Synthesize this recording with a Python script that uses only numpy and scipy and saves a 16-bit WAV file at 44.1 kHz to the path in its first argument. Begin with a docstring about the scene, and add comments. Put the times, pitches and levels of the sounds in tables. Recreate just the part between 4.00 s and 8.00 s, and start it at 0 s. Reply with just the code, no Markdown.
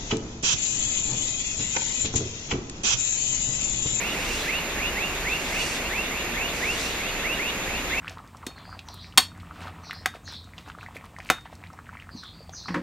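"""Frogs whoop in short rising whistles in a forest at night, a few near, a crowd far off among the trees.
An insect's wing strokes buzz steadily and bush crickets sizzle high above a low, even rush of air
and a faint drone. A hoarse chirp keeps a quick beat, a far peep a slow one.
Three times a soft, hissy rustle swells and fades."""
import sys
import numpy as np
from scipy import signal
from scipy.fft import rfft, irfft, next_fast_len
from scipy.io import wavfile
from scipy.ndimage import map_coordinates

SR = 44100
rng = np.random.default_rng(int(sys.argv[2]) if len(sys.argv) > 2 else 0)


def log_audio(samples):
    """Write samples as a 16-bit WAV file to the path given in sys.argv[1]."""
    # one column per channel
    frames = np.atleast_2d(samples).T
    # limit to full scale, then quantise
    limited = np.clip(frames, -1, 1)
    pcm = np.round(limited * 32767).astype(np.int16)
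    wavfile.write(sys.argv[1], SR, pcm)


N = 176400


def amp(db):
    """Decibels to gain."""
    return 10 ** (np.asarray(db) / 20)


def unit(x):
    """Scale to rms 1."""
    return x / np.sqrt(np.mean(x ** 2) + 1e-20)


def along(points, hz):
    """Interpolate (freq_hz, value) points on a log frequency axis."""
    knots_hz, values = np.transpose(points)
    return np.interp(np.log(hz + 1), np.log(knots_hz + 1), values)


def wobble(knots_per_s, size=N):
    """Smooth random curve."""
    knots = rng.standard_normal(int(size * knots_per_s / SR) + 4)
    return map_coordinates(knots, [np.arange(size) * knots_per_s / SR])


def filtered(x, response):
    """Apply the gain curve response(hz)."""
    size = next_fast_len(N + 8192)
    return irfft(rfft(x, size) * response(np.fft.rfftfreq(size, 1 / SR)), size)[..., :N]


def panned(pan_db):
    """Stereo gains; pan_db is left minus right."""
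    return amp(np.array([[pan_db], [-pan_db]]) / 2)


def rush(spectrum, correlation):
    """Stereo noise, rms 1; left-right correlation is a number or (freq_hz, value) points."""
    def mid_side_gains(hz):
        alike = along(correlation, hz) if np.ndim(correlation) else np.full_like(hz, correlation)
        angle_rad = np.arccos(np.clip(alike, -1, 1)) / 2
        return amp(along(spectrum, hz)) * [np.cos(angle_rad), np.sin(angle_rad)]
    mid, side = filtered(rng.standard_normal((2, N)), mid_side_gains)
    return unit(np.array([mid + side, mid - side]))


def tone(hz, lead_rad):
    """Stereo sine on a pitch curve, rms 1, left ahead by lead_rad."""
    phase_rad = 2 * np.pi * np.cumsum(hz) / SR
    return np.sqrt(2) * np.sin(phase_rad + np.array([[lead_rad], [-lead_rad]]) / 2)


def add(out, start_s, x):
    """Mix x into out at start_s."""
    offset = round(start_s * SR)
    first, end = max(offset, 0), min(offset + x.shape[1], N)
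    if end > first:
        out[:, first:end] += x[:, first - offset:end - offset]


def whoop(length_s, top_hz, lead_rad, start_ratio=.52, crest=.93, edge_s=.004, flutter_db=.36):
    """A frog's pure whistle climbs, levels off and stops; paths through the leaves make it flutter."""
    swell = [(0, -12), (.12, -5.5), (.29, -2), (.47, -3.5), (.65, 0), (.84, -1.5), (1, -5)]  # call_fraction, level_db
    size = int(length_s * SR)
    progress = np.arange(size) / size
    pitch_hz = top_hz * (1 - (1 - start_ratio) * np.abs(1 - progress / crest) ** 1.7)
    edges = np.clip(np.minimum(progress, 1 - progress) * length_s / edge_s, 0, 1)
    flutter = lambda knots_per_s: wobble(knots_per_s, SR // 4)[:size]
    leaf_paths = .23 * np.array([flutter(80.5) + 1j * flutter(80.5) for _ in range(2)])
    whistle = (signal.hilbert(tone(pitch_hz, lead_rad)) * (1 + leaf_paths)).real
    level_db = np.interp(progress, *np.transpose(swell)) + flutter_db * flutter(113.5)
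    return whistle * edges * amp(level_db)


def forest(x):
    """Scattered echoes from the trees; treble dies first."""
    decay = [(500, .5), (2500, 0.38), (8000, 0.21)]  # freq_hz, t60_s
    hz, t, noise = signal.stft(rng.standard_normal((2, SR // 2)), SR, nperseg=256)
    fade = amp(-60 * t / along(decay, hz)[:, None])
    tail = signal.istft(noise * fade, SR, nperseg=256)[1]
    tail = tail + .5 * tail[::-1]  # left-right crossfeed
    return signal.fftconvolve(x.mean(0)[None], tail / np.linalg.norm(tail[0]), axes=1)[:, :N]


def frogs(crowd_per_s=24):
    """Near callers, a random crowd deeper in the echoes and the blur of the farthest."""
    near_calls = [(-.03, .128, 2912, -35, 1), (-.002, .138, 2880, -33, 1), (0.12, .126, 2892, -38.5, 1.1),
                  (0.176, .136, 2874, -37.5, 1), (0.239, .146, 2871, -37, 1.3), (.426, .13, 2860, -34.5, 1),
                  (.457, .14, 2874, -29, .4), (0.742, 0.1363, 2916, -40, 1), (0.768, .134, 2889, -30, 1.3),
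                  (.942, .136, 2858, -30, 0.89), (1.232, .14, 2825, -28.5, 0.33),
                  (1.493, .133, 2893, -31, 1.5), (1.534, .142, 2867, -34.5, 0.56),
                  (1.646, .124, 2860, -40, .5), (1.761, .134, 2836, -37, .5), (1.893, .132, 2783, -29, .15),
                  (2.081, .14, 2881, -36.5, .8), (2.334, .14, 2870, -30.5, 1.2),
                  (2.365, .13, 2900, -35.5, .6), (2.6, .146, 2854, -27.5, 0.27),
                  (2.764, .138, 2835, -37, 1.3), (2.963, .146, 2874, -35.5, 0.81),
                  (3.129, .122, 2857, -38.5, 1), (3.219, .134, 2850, -28, .25),
                  (3.366, .14, 2880, -30, 1.3), (3.654, .146, 2876, -33.5, 1),
                  (3.896, .132, 2801, -28.5, .3), (3.939, .13, 2900, -32, .5)]  # start_s, length_s, top_hz, level_db, left_lead_rad
    blur_band = [(1200, -24), (1600, -4.5), (2000, 1), (2500, 4.5), (2780, 0.5), (2900, -10), (3020, -36),
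                 (3500, -60)]  # freq_hz, relative_db
    near, crowd = np.zeros((2, N)), np.zeros((2, N))
    for start_s, length_s, top_hz, level_db, lead_rad in near_calls:
        add(near, start_s, amp(level_db) * whoop(length_s, top_hz, lead_rad))
    near += amp(-9.5) * forest(near)
    blur = amp(-37.5) * rush(blur_band, correlation=.13)
    _, length_s, top_hz, _, lead_rad = np.mean(near_calls, axis=0)  # crowd varies about the mean call
    count = int(crowd_per_s * N / SR)
    for k, (late, long, high, loud, turn) in enumerate(rng.standard_normal((count, 5))):
        call = whoop(length_s * (1 + .06 * long), top_hz * (1 + .0118 * high), lead_rad + turn)
        add(crowd, (k + late) / crowd_per_s - length_s / 2, amp(-43 + 2.5 * loud) * call)
    return (near + blur + .57 * crowd + .5 * forest(crowd)) * panned(-3.5)


def air(level_db=-31.5):
    """Low, even rush of night air, wider in the treble."""
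    spectrum = [(15, -18), (30, -13.5), (42, -8.5), (58, -6.5), (72, -10), (105, -14), (180, -10),
                (350, -9.5), (600, -12), (1000, -14), (1500, -15.5), (2500, -15), (3100, -17), (4200, -22),
                (5200, -24), (5800, -27.5), (8000, -32), (9200, -31), (10000, -32.5), (13000, -28.5),
                (14200, -49), (15600, -52)]  # freq_hz, relative_db
    stereo_likeness = [(100, .98), (500, 0.98), (1000, 0.88), (1700, 0.89), (3000, -0.059), (5000, .25),
                       (7000, -.35), (9000, -0.029), (14000, -0.19)]  # freq_hz, correlation
    return amp(level_db) * rush(spectrum, stereo_likeness)


def hum(waver_db=3.5, drift=.04):
    """Faint, deep drone wavering in pitch and level."""
    partials = [(29.5, -45), (58.5, -48.5)]  # pitch_hz, level_db
    return sum(amp(db + waver_db * wobble(7)) * tone(hz * (1 + drift * wobble(6)), lead_rad=0)
               for hz, db in partials)


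def buzzer(wing_tone_hz=6892, strokes_per_s=164, waver_db=3.0):
    """Fast wing strokes split one insect's tone into a comb of lines; more of its kind blur behind."""
    comb_lines = [-6, 3, 4.5, -6, 2.5, -7, -12]  # relative_db
    far_band = [(5400, -25), (6200, -0.5), (6800, -1), (7300, -3.5), (7700, -18), (8600, -31)]  # freq_hz, relative_db
    speed = 1 + .0012 * wobble(4) + .001 * wobble(60)
    comb = np.zeros((2, N))
    for k, db in enumerate(comb_lines, start=-2):
        line_hz = (wing_tone_hz + k * strokes_per_s) * speed
        comb += amp(db + waver_db * wobble(14)) * tone(line_hz, lead_rad=2.39)
    far = amp(-43) * rush(far_band, correlation=-.75)
    return (amp(-45.5) * unit(comb) + far) * panned(.94)


def sizzlers(roughness=2, echo_gain=1.5):
    """Bush crickets: rapid, nearly regular wing strokes ring a very high resonance."""
    crickets = [(11680, 480, 104, -57.5), (12650, 400, 122, -58), (13550, 300, 115, -62)]  # resonance_hz, half_width_hz, strokes_per_s, level_db
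    out = np.zeros((2, N))
    for hz, half_width_hz, strokes_per_s, level_db in crickets:
        cycle = np.cumsum(strokes_per_s * (1 + .002 * wobble(8))) / SR % 1
        scrape = np.sin(2 * np.pi * hz * cycle / strokes_per_s) + roughness * rng.standard_normal((2, N))
        strokes = np.exp(-cycle * 12) * scrape
        ring = unit(filtered(strokes, lambda f: 1 / (1 + ((f - hz) / half_width_hz) ** 2)))
        out += amp(level_db) * unit(ring + echo_gain * forest(ring))
    return out * panned(-1.2)


def rustle(grain_db=.92):
    """Soft, fine-grained hiss in three swells; the first and last end duller."""
    bright_swells = [(0, -47), (.12, -43.5), (.24, -40.5), (.33, -35), (.44, -40), (.62, -55), (1.3, -47),
                     (1.45, -41), (1.56, -38), (1.61, -33), (1.75, -36), (1.84, -49), (2.47, -69),
                     (2.55, -40), (2.65, -41), (2.85, -34), (2.94, -44.5), (3.2, -62)]  # time_s, level_db
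    bright_band = [(2000, -8.5), (3200, -3.5), (4300, -0.5), (5400, 1), (6500, 0), (8000, -3.5), (9300, -7),
                   (10300, -10), (13000, -34)]  # freq_hz, relative_db
    bright_likeness = [(3000, .87), (5500, .72), (7000, .27), (9000, .05)]  # freq_hz, correlation
    dull_swells = [(0, -48), (.3, -46), (.43, -38), (.6, -55), (2.5, -62), (2.75, -45), (2.92, -40.5),
                   (3.1, -47), (3.35, -64)]  # time_s, level_db
    dull_band = [(2600, -20), (3100, -4), (3600, 1), (4300, -2), (5300, -18), (6500, -31)]  # freq_hz, relative_db
    t = np.arange(N) / SR
    envelope = lambda swells: amp(np.interp(t, *np.transpose(swells)) + grain_db * wobble(150))
    bright = rush(bright_band, bright_likeness) * envelope(bright_swells)
    dull = envelope(dull_swells) * rush(dull_band, correlation=.61)
    return bright + dull


def chirper(first_s=.11, period_s=.154, haste_s=.00029, sigma_s=.022):
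    """A distant frog or cricket repeats a hoarse chirp; the beat quickens slightly."""
    chirp_band = [(2900, -62), (3250, 0), (3480, 5), (3850, 2), (4150, -11), (4800, -41)]  # freq_hz, relative_db
    t, k = np.arange(N) / SR, np.arange(28)
    peaks_s = first_s + period_s * k - haste_s * k ** 2
    beat = sum(amp(rng.normal(0, 1)) * np.exp(-.5 * ((t - s) / sigma_s) ** 2) for s in peaks_s)
    return amp(-38.5) * beat * rush(chirp_band, correlation=-.064) * panned(2.2)


def peeper(first_s=.592, period_s=.634, sigma_s=.015):
    """A far caller gives a short, blurred high note at a slow, even pace."""
    peep_band = [(3900, -26), (4200, -3), (4400, 0), (4570, -11), (4900, -33)]  # freq_hz, relative_db
    t = np.arange(N) / SR
    peaks_s = first_s + period_s * np.arange(6)
    beat = sum(np.exp(-.5 * ((t - s) / sigma_s) ** 2) for s in peaks_s)
    return amp(-44) * beat * rush(peep_band, correlation=.4)


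def scene():
    """All voices over the night air."""
    return air() + hum() + rustle() + chirper() + peeper() + buzzer() + sizzlers() + frogs()


def record(dry):
    """Brick-wall low-pass."""
    cutoff_hz = 15650
    return filtered(dry, lambda hz: hz < cutoff_hz)


dry = scene()
out = record(dry)
log_audio(out)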